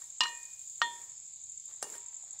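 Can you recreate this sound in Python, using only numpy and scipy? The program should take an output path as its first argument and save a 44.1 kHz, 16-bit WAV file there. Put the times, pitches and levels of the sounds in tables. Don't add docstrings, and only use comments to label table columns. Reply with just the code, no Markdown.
import sys
import numpy as np
from scipy import signal
from scipy.fft import rfft, irfft
from scipy.io import wavfile
from scipy.ndimage import uniform_filter1d

SR = 44100
rng = np.random.default_rng(int(sys.argv[2]) if len(sys.argv) > 2 else 0)


def master_out(mix):
    frames = np.transpose(np.atleast_2d(mix))
    ceiling = np.clip(frames, -1, 1)
    pcm = np.round(ceiling * 32767).astype(np.int16)
    wavfile.write(sys.argv[1], SR, pcm)


def nominal_scale(level):
    x = np.asarray(level, float) / 20
    return 10 ** x


N = 105840

# pitch_hz, level_db (per Hz)
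CHORUS_HAZE = [(5750, -43.5), (6250, -16), (6800, -6), (7400, -1.5), (7900, -19), (8400, -21.5),
               (8800, -43.5)]
# pitch_hz, level_db (per Hz)
YARD_AIR = [(250, -34), (550, -29.5), (950, -23.5), (1400, -37.5), (2200, -21), (2750, -22.5), (3600, -14),
            (5650, -14.5)]
# pitch_hz, level_db (per Hz)
HIGH_AIR = [(7500, -34), (9400, -0.5), (10300, -18), (11300, 0.5), (12300, -13.5), (15700, -14.5)]
# pitch_hz, level_db (per Hz)
GROUND_RUMBLE = [(25, -21.5), (70, 0), (150, -1), (240, -16), (400, -31)]
# start_s, scrape_db, rustle_db
STIRRING = [(0, -69, -59), (0.098, -78.5, -65.5), (.19, -82, -79), (0.232, -60.5, -56), (.38, -70.5, -62),
            (0.498, -74, -63), (0.748, -87.5, -65.5), (0.837, -61, -62), (1.051, -69.5, -62),
            (1.199, -80, -92), (1.641, -101, -80), (1.699, -68.5, -65.5), (1.799, -75.5, -77),
            (1.848, -62.5, -57), (1.96, -62.5, -54), (2.0, -70.5, -67.5), (2.151, -75, -103),
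            (2.4, -73.5, -93)]
# pitch_hz, level_db (per Hz)
SCRAPE_COLOUR = [(350, -25), (550, -6), (900, -3), (1600, -7.5), (2300, -5), (3200, -17.5), (5000, -16),
                 (7000, -46)]
# pitch_hz, level_db (per Hz)
PAN_RUMBLE = [(90, -24), (200, -1), (400, 7.5), (800, -15.5), (1200, -29.5)]
# pitch_hz, level_db (per Hz)
LEAF_COLOUR = [(2000, -24), (4000, -5), (9500, 3), (10400, -11), (13000, -9.5), (15700, -9)]
# start_s (middle of first pulse), first_pulse_db, second_pulse_db
NEAR_CHIRPS = [(0.0201, -37.8, -39.2), (0.1033, -37.4, -42.2), (0.1845, -37.5, -33.6),
               (0.2707, -37.8, -39.5), (0.3518, -40.1, -37.8), (0.4325, -37.8, -36.6),
               (0.5139, -39.3, -37.5), (0.595, -37.2, -38.2), (0.6768, -38.0, -37.4), (0.758, -37.1, -38.4),
               (0.8398, -38.7, -40.2), (0.9339, -40.5, -40.1), (1.0174, -38.6, -37.1),
               (1.0975, -39.4, -41.2), (1.1788, -39.8, -42.1), (1.2572, -39.2, -40.2),
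               (1.3385, -39.0, -41.0), (1.4171, -41.0, -37.0), (1.4988, -37.4, -38.0),
               (1.577, -35.5, -39.2), (1.6582, -36.4, -38.4), (1.7391, -38.2, -38.2), (1.821, -39.3, -38.3),
               (1.9015, -37.7, -37.6), (1.9824, -37.2, -37.5), (2.0628, -38.0, -37.7),
               (2.1447, -36.9, -36.9), (2.2264, -38.3, -40.7), (2.3085, -35.2, -36.0),
               (2.3912, -34.9, -46.0)]
# start_s, ring_db, crack_db, place (0, 1 or 2 on the pan)
LADLE_BLOWS = [(.2062, -27, -26, 0), (.8169, -25, -29, 1), (1.8268, -40, -27, 2), (1.9505, -57, -58, 1),
               (.2345, -36, -34, 0), (.2490, -52, -50, 0), (.2600, -56, -50, 0), (.2850, -70, -58, 0),
               (1.8400, -54, -52, 2), (1.9400, -66, -62, 2), (1.7110, -70, -62, 1), (.0190, -66, -62, 1),
               (.1050, -76, -58, 2)]
PAN_PITCHES = [946, 1010, 1820, -1858, -1864, 2848, 2928, 2955, 3149, 3262, 3412, 3553, 4107, 4220]
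# fade_s (to -60 dB), place_0_db, place_1_db, place_2_db
PAN_RINGING = [(.4, -9, -6, -20), (.27, -3, -30, -15), (.46, -6, -16, -22), (.17, -40, 0, -12),
               (.44, -8, -18, -40), (.26, 3, -24, -11), (.2, -2, -26, -31), (.21, -2, -40, -26),
               (.35, -24, -21, -35), (.31, -20, -14, -43), (.37, -15, -13, -27), (.36, -14, -12, -32),
               (.21, -5, -22, -38), (.24, -8, -15, -25)]
LADLE_PITCHES = [390, 830, 1215, 1370, 1540, 3028, 3750, 4088, 4550, 5060, 5655, 6240, 2458, 10700]
# fade_s (to -60 dB), place_0_db, place_1_db, place_2_db
LADLE_RINGING = [(0.013, -32.5, -17.5, 6.5), (0.013, -34.5, -3, 13.5), (0.026, 4, 8, 2),
                 (0.015, -25, 11, -14), (0.02, 0, -12, 7.5), (0.02, -9.5, 6, -46), (.035, 0.5, -20, -48),
                 (0.095, -2.5, -25, -38), (0.022, 1, -8, -30), (0.017, 5, -18, -39), (0.062, -5, -24, -33),
                 (.02, -6, -12, 9), (0.47, -15, -32.5, -62), (0.0045, -59, -53.5, -4.5)]
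# pitch_hz, level_db
CRACK_COLOUR = [(150, -36), (600, -8.5), (1300, -18.5), (2300, 8), (4800, 12.5), (9000, 0), (12000, -34.5),
                (16000, -25.5)]
# pitch_hz, level_db
FLAT_KNOCK_COLOUR = [(150, -10), (800, -6), (1800, -2), (2400, -41), (3200, -13), (5000, 0.5), (9000, 5),
                     (16000, -24.5)]
CRACK_TILT = [2, -0.5, 0]
CRACK_FADE = [.024, .022, .008]
# start_s, level_db, centre_hz,
# width_octaves, fade_s (to -60 dB)
SMALL_TICKS = [(0.2047, -49.5, 225, 0.46, 0.072), (0.8168, -56.5, 188, 1, 0.11),
               (1.8259, -44.5, 233, 0.86, 0.067), (.2150, -27.5, 5140, 0.45, 0.021),
               (.2230, -48, 5000, .3, 0.034), (0.241, -46, 5200, 0.49, 0.036),
               (0.248, -42, 1290, 0.33, 0.019), (0.255, -34, 1620, 0.6, 0.026),
               (.2680, -54, 5000, 0.36, .04), (0.279, -44, 4750, 0.52, 0.05),
               (.2950, -48, 900, 0.34, 0.029), (1.842, -45.5, 900, 0.48, 0.015),
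               (1.8500, -45.5, 704, 0.74, 0.044), (1.8660, -48, 700, 0.88, 0.025),
               (1.893, -64, 800, .5, .02), (1.923, -54, 700, 1, 0.023), (1.935, -51, 800, 0.95, .02),
               (1.9397, -47.5, 880, 0.97, 0.023), (1.9465, -57, 940, .5, .012),
               (1.952, -43.5, 800, 1, 0.017), (1.9610, -60, 4570, 0.43, .03), (0.831, -56, 1450, .25, 0.08),
               (0.221, -41.5, 1103, .2, 0.25), (1.9300, -59.5, 946, 0.0051, 0.61),
               (1.8450, -56, 414, 0.19, 0.48), (2.2300, -65, 732, 0.35, 0.11),
               (2.2650, -64.5, 686, 0.11, 0.042), (2.3320, -64, 700, .4, 0.058),
               (2.3550, -65, 800, 0.39, .05), (1.6550, -63.5, 11500, .2, .03)]

CONTACT_RISE_S = 0.0006


def evened(x):
    return x / np.sqrt(np.mean(x ** 2) + 1e-20)


def colour(x, points):
    f, db = np.transpose(points)
    hz = np.fft.rfftfreq(len(x), 1 / SR)
    level = np.interp(np.log(hz + 1), np.log(f), db, left=-90, right=-90)
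    return irfft(rfft(x) * nominal_scale(level), len(x))


def add(mix, s, sound):
    part = mix[round(s * SR):][:len(sound)]
    part += sound[:len(part)]


def clicks(per_s, spread_db):
    size = nominal_scale(spread_db * np.minimum(rng.exponential(1, N), 5))
    sign = rng.choice([-1., 1.], N)
    return size * sign * (rng.random(N) < per_s / SR)


def patchy(points, db, patchy_db):
    noise = colour(rng.standard_normal(N), points)
    _, _, z = signal.stft(noise, SR, nperseg=512)
    blurred = uniform_filter1d(rng.standard_normal(z.shape), size=3, axis=0)
    patches = evened(uniform_filter1d(blurred, size=24, axis=1))
    drifting = z * nominal_scale(patchy_db * np.clip(patches, -2, 1))
    return nominal_scale(db) * evened(signal.istft(drifting, SR, nperseg=512)[1][:N])


def wing_stroke(length_s, top_hz, end_hz, partials_db=0):
    u = np.arange(0, length_s, 1 / SR) / length_s
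    turn = 2 * np.pi * np.cumsum(top_hz + (end_hz - top_hz) * u) / SR
    partials = nominal_scale(-30) * np.sin(turn / 2) + nominal_scale(-34) * np.sin(3 * turn / 2)
    swell = np.sin(np.pi * u) ** 2
    return swell * (np.sin(turn) + nominal_scale(partials_db) * partials)


def cricket_pulse(tune):
    out = np.zeros(SR // 50)
    add(out, 0, wing_stroke(0.0066, tune * 7700, tune * 7170))
    after = wing_stroke(0.0066, tune * 7474, tune * 6228, partials_db=-4.5)
    add(out, 0.0048, nominal_scale(-7) * after)
    return out


def far_chorus(count=10):
    pulses_per_s, detune = 1400, 0.043
    out = np.zeros(N)
    for tune in 1 + detune * np.linspace(-1.5, 1.5, count):
        starts = clicks(pulses_per_s / count, 0.6)
        out += signal.oaconvolve(starts, cricket_pulse(tune))[:N]
    return nominal_scale(-54.5) * evened(out) + patchy(CHORUS_HAZE, db=-51, patchy_db=4)


def open_air():
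    air = patchy(YARD_AIR, db=-68.5, patchy_db=3) + patchy(HIGH_AIR, db=-80, patchy_db=4)
    return air + patchy(GROUND_RUMBLE, db=-79, patchy_db=2)


def stirring():
    s, scrape_db, rustle_db = np.transpose(STIRRING)
    t = np.arange(N) / SR
    slips = clicks(1200, 1.2)
    press_db = np.interp(t, s, scrape_db)
    scrape = nominal_scale(press_db) * evened(colour(slips, SCRAPE_COLOUR))
    rumble_db = -60 + 2.2 * (press_db - max(scrape_db))
    rumble = nominal_scale(rumble_db) * evened(colour(slips, PAN_RUMBLE))
    rustle = evened(colour(clicks(6900, 1.5), LEAF_COLOUR))
    return scrape + rumble + nominal_scale(np.interp(t, s, rustle_db)) * rustle


def yard_reflections(x):
    fade_s = 0.14
    t = np.arange(SR // 4) / SR
    tail = rng.standard_normal(len(t)) * nominal_scale(-60 * t / fade_s) * (t > .002)
    return nominal_scale(-19) * signal.fftconvolve(x, tail / np.linalg.norm(tail))[:N]


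def near_cricket():
    half_pulse_s, pair_s, near_db = 0.0066 / 2, 0.0226, 2
    out = np.zeros(N)
    chance = rng.standard_normal((len(NEAR_CHIRPS), 3))
    for (s, first_db, second_db), (a, b, c) in zip(NEAR_CHIRPS, chance):
        start = s - half_pulse_s
        add(out, start, nominal_scale(first_db + near_db) * cricket_pulse(1 + 0.0039 * a))
        second = start + pair_s + 0.00013 * c
        add(out, second, nominal_scale(second_db + near_db) * cricket_pulse(1 + 0.0032 * b))
    return out


def crack(noise, place):
    u = np.arange(len(noise)) / SR
    tilted = [(f, d + CRACK_TILT[place] * np.log2(f / 3000)) for f, d in CRACK_COLOUR]
    points = FLAT_KNOCK_COLOUR if place == 2 else tilted
    clatter = nominal_scale(-9 - 60 * u / 0.078)
    fall = nominal_scale(-60 * u / CRACK_FADE[place]) + clatter
    return evened(colour(noise, points)) * fall * np.minimum(u / CONTACT_RISE_S, 1)


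def swelling_ring():
    t = np.arange(SR * 3 // 4) / SR
    rise_s, fade_s = 0.26, 0.6
    swell = (1 - np.exp(-(t / rise_s) ** 3)) * nominal_scale(-29 - 60 * t / fade_s)
    return swell * np.sin(2 * np.pi * 2462 * t)


def knocks():
    out, t = np.zeros(N), np.arange(SR * 3 // 4) / SR
    modes = np.vstack([PAN_RINGING, LADLE_RINGING])
    hz = np.concatenate([PAN_PITCHES, LADLE_PITCHES])[:, None]
    hiss = rng.standard_normal((len(LADLE_BLOWS), SR // 4))
    for (s, db, crack_db, place), noise in zip(LADLE_BLOWS, hiss):
        level = modes[:, 1 + place, None] - 60 * t / modes[:, :1]
        ring = (nominal_scale(level) * np.sin(2 * np.pi * hz * t)).sum(0)
        add(out, s, nominal_scale(db) * ring * np.minimum(t / 0.0008, 1))
        add(out, s, nominal_scale(crack_db) * crack(noise, place))
    add(out, 0.18, swelling_ring())
    return signal.sosfilt(signal.butter(2, [130, 15500], "bandpass", fs=SR, output="sos"), out)


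def ticks():
    out, u = np.zeros(N), np.arange(SR // 3) / SR
    hiss = rng.standard_normal((len(SMALL_TICKS), len(u)))
    for (s, db, hz, octaves, fade_s), noise in zip(SMALL_TICKS, hiss):
        near, far = 2 ** octaves, 2 ** (1.5 * octaves)
        band = [(hz / far, -30), (hz / near, -6), (hz, 0), (hz * near, -6), (hz * far, -30)]
        fall = nominal_scale(db - 60 * u / fade_s)
        add(out, s, evened(colour(noise, band)) * fall * np.minimum(u / CONTACT_RISE_S, 1))
    return signal.sosfilt(signal.butter(2, 110, "highpass", fs=SR, output="sos"), out)


def far_hum():
    hz, width_hz, length_s = 900, 40, 0.2
    out, u = np.zeros(N), np.linspace(0, 1, round(length_s * SR))
    band = [(hz - 2 * width_hz, -25), (hz, 0), (hz + 2 * width_hz, -25)]
    swell = abs(np.sin(np.pi * u ** .5)) ** .5
    add(out, 1.335, nominal_scale(-83) * evened(colour(rng.standard_normal(len(u)), band)) * swell)
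    return out


def snap():
    width_s = 0.0002
    out, u = np.zeros(N), np.arange(0, 12, 1 / (width_s * SR))
    add(out, 1.8271, -nominal_scale(-24) * (1 - u / 2) * u * np.exp(1 - u))
    return out


def scene():
    close = stirring() + near_cricket() + knocks() + ticks() + snap()
    distant = far_chorus() + open_air() + far_hum()
    return (close + yard_reflections(close) + distant)[None]


def top_cut(x):
    return signal.sosfilt(signal.butter(12, 16460, fs=SR, output="sos"), x)


def record(dry):
    return top_cut(dry)


dry = scene()
out = record(dry)
master_out(out)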